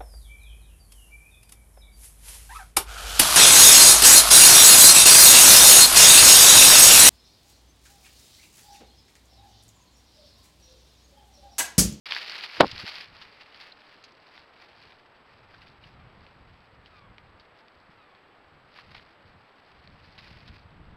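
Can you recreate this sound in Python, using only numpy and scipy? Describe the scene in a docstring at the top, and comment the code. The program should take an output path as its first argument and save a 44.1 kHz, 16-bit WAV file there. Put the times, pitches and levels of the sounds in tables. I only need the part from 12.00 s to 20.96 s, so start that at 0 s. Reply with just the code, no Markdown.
"""A heron at a trail camera

Beside a frozen channel, a heron beats and folds its wings: feathers rub and rustle, quills tick.
One wing slaps the camera's housing, overloads the microphone and flutters across its opening.
Then the bird shuffles quietly and light wind rumbles on the microphone. Far off, reeds and trees
make a soft hush, and another bird gives three falling cries."""
import sys
import numpy as np
from scipy import signal
from scipy.fft import rfft, irfft
from scipy.io import wavfile

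SR = 44100
rng = np.random.default_rng(int(sys.argv[2]) if len(sys.argv) > 2 else 0)


def wav_out(sig):
    """Save sig, one row per channel (or a flat mono array), as 16-bit PCM at SR to the path in sys.argv[1]."""
    wavfile.write(sys.argv[1], SR, np.round(np.clip(np.atleast_2d(sig).T, -1, 1) * 32767).astype(np.int16))


N = 395136
TIME = np.arange(N) / SR

# The tone of far wind in reeds and trees: pitch_hz, gain_db
HUSH_SPECTRUM = [(25, -11), (60, -9), (120, -8.5), (220, -4), (450, -1), (800, 0), (1250, -0.5),
                 (2000, -4.5), (3200, -11.5), (5000, -20.5), (8000, -25)]
# The distant bird's cries: start_s, pitch_hz, level_db
FAR_CRIES = [(3.93, 1315, -66), (4.90, 1322, -61), (5.945, 1378, -62.5)]
# How one cry falls and fades: since_start_s, pitch_ratio, gain_db
CRY_SHAPE = [(0, 1, -10), (.03, .98, -2.5), (.07, .915, 2.5), (.12, .86, -1), (.2, .79, -6),
             (.26, .77, -23)]
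# The tone of wind on the microphone: pitch_hz, gain_db
RUMBLE_SPECTRUM = [(15, -10.5), (35, -5), (85, 2), (150, -1.5), (230, -8.5), (400, -21.5), (1000, -51)]
# Gusts at the microphone, the first stirred by the wing: peak_s, level_db, half_length_s
WIND_GUSTS = [(.72, -51.5, .09), (1.18, -63, .22), (2.9, -72, .2), (3.6, -62, .3), (4.06, -57.5, 0.34),
              (4.48, -57, 0.13), (4.8, -60, 0.14), (5.06, -58, 0.087), (5.28, -62, 0.19),
              (5.88, -68.5, 0.13), (6.6, -61.5, 0.15), (6.96, -61.5, 0.14), (7.32, -63.5, 0.14),
              (7.98, -59, 0.23), (8.46, -56.5, 0.31), (8.88, -52.5, 0.28)]
# The tone of rubbing feathers: pitch_hz, gain_db
FEATHER_SPECTRUM = [(60, -29.5), (200, -22), (400, -12), (800, -7), (1700, -3.5), (2600, -1.5), (3500, -4),
                    (4800, -1), (15000, 0.5)]
# The heron shuffling its feathers: peak_s, level_db, half_length_s
BODY_SHUFFLES = [(1.91, -60.5, 0.23), (2.29, -61, .06), (2.375, -57.5, 0.064), (2.615, -57.5, 0.048),
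                 (2.835, -58.5, 0.082), (2.97, -66.5, .06), (3.16, -71, 0.037), (3.33, -63.5, 0.033),
                 (3.55, -65, 0.22), (3.66, -61, 0.036), (3.87, -62.5, .04), (4.25, -71, 0.22),
                 (4.6, -67, 0.078), (4.87, -65, .02), (4.97, -67.5, 0.055), (5.59, -66.5, 0.038),
                 (5.81, -68, .03), (5.98, -75, .12), (6.785, -56, 0.047), (6.89, -62.5, .04),
                 (6.97, -58, 0.047), (7.11, -64, 0.025), (7.28, -68, .04), (7.65, -71.5, 0.26),
                 (8.08, -65, 0.27), (8.2, -56, .025), (8.28, -58, 0.078), (8.38, -58.5, .05),
                 (8.49, -59.5, 0.027), (8.565, -61.5, 0.062)]
# The wings beating, then folding: peak_s, level_db, half_length_s
WING_SWEEPS = [(.065, -39.5, 0.041), (.13, -36.5, 0.047), (.172, -33.5, .018), (.22, -38.5, 0.052),
               (.295, -37.5, 0.038), (.375, -40.5, 0.073), (.44, -38, 0.02), (.565, -42.5, 0.075),
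               (.675, -43.5, 0.1), (.803, -37.5, 0.033), (.885, -37, .03), (.95, -41.5, 0.054),
               (1.018, -44, 0.035), (1.165, -55.5, .03), (1.228, -50, 0.031), (1.32, -60, .07),
               (1.415, -52.5, 0.018), (1.56, -59, 0.033), (1.62, -51, 0.046), (1.675, -52.5, 0.025)]
# Quills and dry stems ticking: start_s, level_db, pitch_hz
QUILL_TICKS = [(0.1097, -17, 3510), (0.1215, -12, 2440), (0.1384, -22, 2860), (0.1646, -16, 1930),
               (0.297, -19, 4670), (0.3551, -19.5, 2600), (0.4096, -24.5, 2990), (0.436, -26, 4200),
               (0.499, -32, 2110), (0.569, -24.5, 1410), (0.6484, -28, 4240), (0.668, -22, 4710),
               (0.866, -23, 3890), (0.8789, -18, 4560), (1.2156, -31, 4750), (1.5454, -36, 3080),
               (2.378, -34, 2160), (2.7312, -44.5, 2880), (2.9218, -39.5, 1920), (4.2657, -42, 2390),
               (4.86, -38, 2720), (5.1825, -34, 1590), (5.398, -39.5, 4180), (5.683, -37.5, 4200),
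               (6.98, -38, 3040), (6.9965, -37.5, 1740), (7.875, -38, 4600)]
# Quick strokes of feather over feather: peak_s, level_db, pitch_hz, sharpness_q, fall_s
FEATHER_STROKES = [(0.715, -23, 5640, 2.9, .003), (1.219, -40.5, 4020, 1.2, 0.013),
                   (1.412, -46, 2500, 0.83, .005), (1.547, -44.5, 3020, 1.5, 0.0055),
                   (1.722, -39, 4160, 21, 0.0022), (2.041, -32.5, 6400, 3.2, 0.0073),
                   (2.121, -47, 6040, 3, .004), (3.543, -44.5, 1570, 6, .004),
                   (3.84, -44, 2900, 5.8, 0.0038), (5.40, -52, 4400, 1.8, 0.011),
                   (6.15, -57.5, 3600, 1.3, 0.012), (6.788, -41.5, 1470, 1.7, 0.0064),
                   (6.948, -38, 2080, 0.52, 0.0052), (8.18, -45, 3000, 0.77, 0.023),
                   (8.479, -41.5, 3500, 0.49, 0.0085)]
# Air shoved at the microphone: peak_s, level_db, corner_hz, rise_s, fall_s
AIR_PUFFS = [(0.608, 1, 1020, 0.0018, 0.0039), (0.633, -20, 400, 0.012, 0.01),
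             (0.653, -30.5, 380, 0.0045, 0.007), (0.752, -42, 260, 0.0032, 0.0022),
             (0.843, -36, 230, 0.0049, 0.0032), (5.894, -49, 150, 0.0023, .004)]
# How the sealed housing muffles high sounds: pitch_hz, gain_db
HOUSING_RESPONSE = [(20, 2.5), (4700, -1.5), (5200, -7), (5800, -17.5), (6500, -26), (8600, -33),
                    (10600, -29), (15500, -40)]


def undb(db):
    """Turn decibels into a number to multiply by."""
    return 10 ** (np.asarray(db) / 20)


def unit(x):
    """Scale a sound so its average strength (rms) is 1."""
    return x / np.sqrt(np.mean(x ** 2) + 1e-30)


def noise(size=N):
    """White noise: an even hiss."""
    return rng.standard_normal(size)


def wander(rate_hz):
    """Random values joined by straight lines, straying about 1 either side of zero."""
    return 1.2 * np.interp(TIME * rate_hz, np.arange(4096), noise(4096))


def colour(x, spectrum, size=4096):
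    """Make each pitch louder or softer, following a table of pitch_hz, gain_db."""
    hz, db = np.transpose(spectrum)
    grid_hz = np.arange(size // 2 + 1) * SR / size + 1
    gain = undb(np.interp(np.log(grid_hz), np.log(hz), db))
    # Build the filter so that it never rings before a sound arrives.
    cepstrum = irfft(np.log(gain))
    cepstrum[1:size // 2] *= 2
    cepstrum[size // 2 + 1:] = 0
    click_response = irfft(np.exp(rfft(cepstrum)))
    return signal.oaconvolve(x, click_response)[:len(x)]


def keep_band(x, hz, kind, order=2):
    """Let the "low" part, the "high" part or a middle "band" through."""
    return signal.sosfilt(signal.butter(order, hz, kind, fs=SR, output="sos"), x)


def ring(x, hz, q):
    """Make a sound ring at one pitch; a higher q rings longer."""
    return signal.lfilter(*signal.iirpeak(hz, max(q, hz / 15000), fs=SR), x)


def add(out, start_s, x):
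    """Mix x into out, beginning at start_s."""
    i = max(int(start_s * SR), 0)
    out[i:i + len(x)] += x[:N - i]


def clicks(per_s, spread_db, size=N):
    """Random clicks, mostly small and a few large."""
    strengths = undb(spread_db * np.clip(noise(size), -2, 2)) * np.sign(noise(size))
    return unit(strengths * (rng.random(size) < per_s / SR))


def add_burst(out, peak_s, db, rise_s, fall_s, texture):
    """Mix in a sound that swells to a peak and dies away."""
    t = (np.arange(len(texture)) - len(texture) // 2) / SR
    shape = np.exp(np.where(t < 0, t / rise_s, -t / fall_s))
    burst = undb(db) * unit(texture * shape) * np.sqrt(np.mean(shape ** 2))
    add(out, peak_s + t[0], burst)


def swells_db(table, roundness, rest_db):
    """The level of overlapping movements; roundness 1 gives pointed peaks, 2 gives bell shapes."""
    power = sum(undb(db) ** 2 * np.exp(-2 * np.abs((TIME - peak_s) / half_s) ** roundness)
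                for peak_s, db, half_s in table)
    return 10 * np.log10(power + undb(rest_db) ** 2)


def far_hush(level_db=-57.5, drift_db=0.34):
    """Far wind brushes through reeds and trees."""
    return unit(colour(noise(), HUSH_SPECTRUM)) * undb(level_db + drift_db * wander(2.4))


def far_bird(second_db=-4.5, third_db=-10, waver=0.008, echo_db=-9, echo_s=.08):
    """Thin falling cries with two overtones, smeared a little by echoes from the banks."""
    times, ratios, gains_db = np.transpose(CRY_SHAPE)
    out, t = np.zeros(N), np.arange(int(times[-1] * SR)) / SR
    glide = np.interp(t, times, ratios)
    shape_db = np.interp(t, times, gains_db)
    for start_s, hz, db in FAR_CRIES:
        pitch_hz = hz * glide * (1 + waver * wander(140)[:len(t)])
        phase = 2 * np.pi * np.cumsum(pitch_hz) / SR
        tone = np.sin(phase) + undb(second_db) * np.sin(2 * phase) + undb(third_db) * np.sin(3 * phase)
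        add(out, start_s, unit(tone) * undb(db + shape_db))
    banks = noise(SR // 2) * np.exp(-TIME[:SR // 2] / echo_s)
    echo = signal.oaconvolve(out, banks / np.linalg.norm(banks))[:N]
    return out + undb(echo_db) * echo


def near_wind(gain_db=0.55, buffet_db=3.0):
    """Light gusts tumble over the microphone's opening in small swirls."""
    gust_db = swells_db(WIND_GUSTS, roundness=1.9, rest_db=-78.5) + gain_db
    rumble = unit(colour(noise(), RUMBLE_SPECTRUM))
    return rumble * undb(gust_db + buffet_db * np.clip(wander(60), -2, 2))


def rustle(level_db, lows_db, slips_per_s, spread_db, jerk_db):
    """Barbs, a feather's tiny branches, slip in jerks; each feather crackles at its own pitch."""
    feathers = sum(unit(ring(clicks(slips_per_s / 4, spread_db), hz, q=1.1)) * np.sqrt(hz)
                   for hz in np.geomspace(1000, 5000, num=5))
    slips = clicks(slips_per_s, spread_db) + .45 * unit(feathers) + .35 * noise()
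    slips = colour(slips, FEATHER_SPECTRUM)
    highs = keep_band(slips, 2200, "high", order=4)
    lows = keep_band(slips, 2200, "low", order=4)
    mid_strength = np.std(keep_band(highs, 5200, "low", order=4))
    return (highs + undb(lows_db) * lows) / mid_strength * undb(level_db + jerk_db * wander(110))


def plumage(folded_s=1.74, crackle_db=-3, crackle_hz=4600, wing_gain_db=-0.52, shuffle_gain_db=0.5):
    """Feathers rustle as the wings beat, then as the bird settles; barbs unhook with a fine crackle."""
    wing_db = swells_db(WING_SWEEPS, roundness=1.2, rest_db=-63) + wing_gain_db
    shuffle_db = swells_db(BODY_SHUFFLES, roundness=0.93, rest_db=-76.5) + shuffle_gain_db
    lows_db = -2 + 0.2748 * (-35 - wing_db)  # slower, quieter sweeps sound duller
    wings = rustle(wing_db, lows_db, slips_per_s=2400, spread_db=4.0, jerk_db=1.46)
    shuffle = rustle(shuffle_db, lows_db=4, slips_per_s=1100, spread_db=2.5, jerk_db=3.0)
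    unhooking = clicks(per_s=170.5, spread_db=7.3)
    crackle = unit(ring(ring(unhooking, crackle_hz, q=1.8), crackle_hz, q=1.8))
    beating = TIME < folded_s
    crackle *= undb(crackle_db + np.where(beating, wing_db, shuffle_db))
    return np.where(beating, wings, shuffle) + crackle


def quill_ticks(snap_mix=0.49, grit_mix=0.52, grit_fade_s=0.0014, gain_db=1):
    """A stiff quill or stem lets go: a dry snap, a trace of grit and a very short ring."""
    out, t = np.zeros(N), np.arange(SR // 25) / SR
    for start_s, db, hz in QUILL_TICKS:
        slip = grit_mix * noise(len(t)) * np.exp(-t / grit_fade_s)
        slip[0] += 2  # the jolt of letting go
        shaft = unit(ring(slip, hz, q=2.8))
        snap = unit(keep_band(ring(slip, 2800, q=0.48), 5500, "low"))
        tick = keep_band(shaft + snap_mix * snap, 700, "high")
        add(out, start_s, undb(db + gain_db) * tick / np.abs(tick).max())
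    return out


def scrape(hz, q):
    """A dragged feather makes a dense run of tiny slips."""
    return ring(clicks(per_s=7000, spread_db=5.6, size=SR // 2), hz, q)


def feather_strokes():
    """One feather slides quickly over another, at times with a tiny squeak."""
    out = np.zeros(N)
    for peak_s, db, hz, q, fall_s in FEATHER_STROKES:
        add_burst(out, peak_s, db, rise_s=.0013, fall_s=fall_s, texture=scrape(hz, q))
    return out


def wing_slap():
    """Feathers hit the housing and scrape across it."""
    out = np.zeros(N)
    add_burst(out, peak_s=.608, db=-10.5, rise_s=.0034, fall_s=.0055, texture=scrape(hz=2820, q=1.1))
    return out


def wing_flutter(start_s=0.626, length_s=0.021, flicks_per_s=260, level_db=-21.5, jitter_s=0.00058):
    """The wing's feather tips flick over the microphone's opening one by one."""
    out, flicks = np.zeros(N), np.zeros(SR // 10)
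    for flick_s in np.arange(0, length_s, 1 / flicks_per_s):
        add(flicks, flick_s + jitter_s * rng.standard_normal(), undb(2.9 * noise(1)))
    flicks = keep_band(flicks, 1050, "low", order=4)
    flicks = keep_band(flicks, 250, "high")
    add(out, start_s, undb(level_db) * flicks * np.sqrt(length_s * SR / np.sum(flicks ** 2)))
    return out


def wing_puffs(growth=1.9):
    """The wing shoves air into the microphone's opening, making swirls of every size."""
    out, pitches_hz = np.zeros(N), np.geomspace(85, 1800, num=8)
    for peak_s, db, corner_hz, rise_s, fall_s in AIR_PUFFS:
        # Power grows with pitch up to corner_hz and drops steeply above it.
        power = (pitches_hz / corner_hz) ** growth / (1 + (pitches_hz / corner_hz) ** 8)
        for hz, share in zip(pitches_hz, power / power.sum()):
            swirls = keep_band(noise(SR // 2), [hz * .8, hz / .8], "band")
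            add_burst(out, peak_s, db + 10 * np.log10(share), rise_s, fall_s, swirls)
    return out


def scene():
    """Everything that reaches the camera, in one channel."""
    heron = plumage() + quill_ticks() + wing_slap() + feather_strokes() + wing_puffs() + wing_flutter()
    return (heron + near_wind() + far_hush() + far_bird())[None]


def record(dry, hiss_db=-88.5, whine_db=-92, ceiling=.72, wake_s=.057, top_hz=15700):
    """The housing muffles the highs; the electronics hiss, whine, overload and wake a moment late."""
    hiss = undb(hiss_db) * unit(keep_band(noise(), 11000, "low"))
    whine_hz = 7800 + 35 * wander(200)
    whine = undb(whine_db) * unit(np.sin(2 * np.pi * np.cumsum(whine_hz) / SR))
    sound = colour(dry[0], HOUSING_RESPONSE) + hiss + whine
    sound = sound / (1 + (np.abs(sound) / ceiling) ** 8) ** (1 / 8)  # squash the loudest peaks
    treble_cut = signal.ellip(8, .2, 70, top_hz, fs=SR, output="sos")
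    return signal.sosfilt(treble_cut, sound * (TIME > wake_s))[None]


dry = scene()
out = record(dry)
wav_out(out)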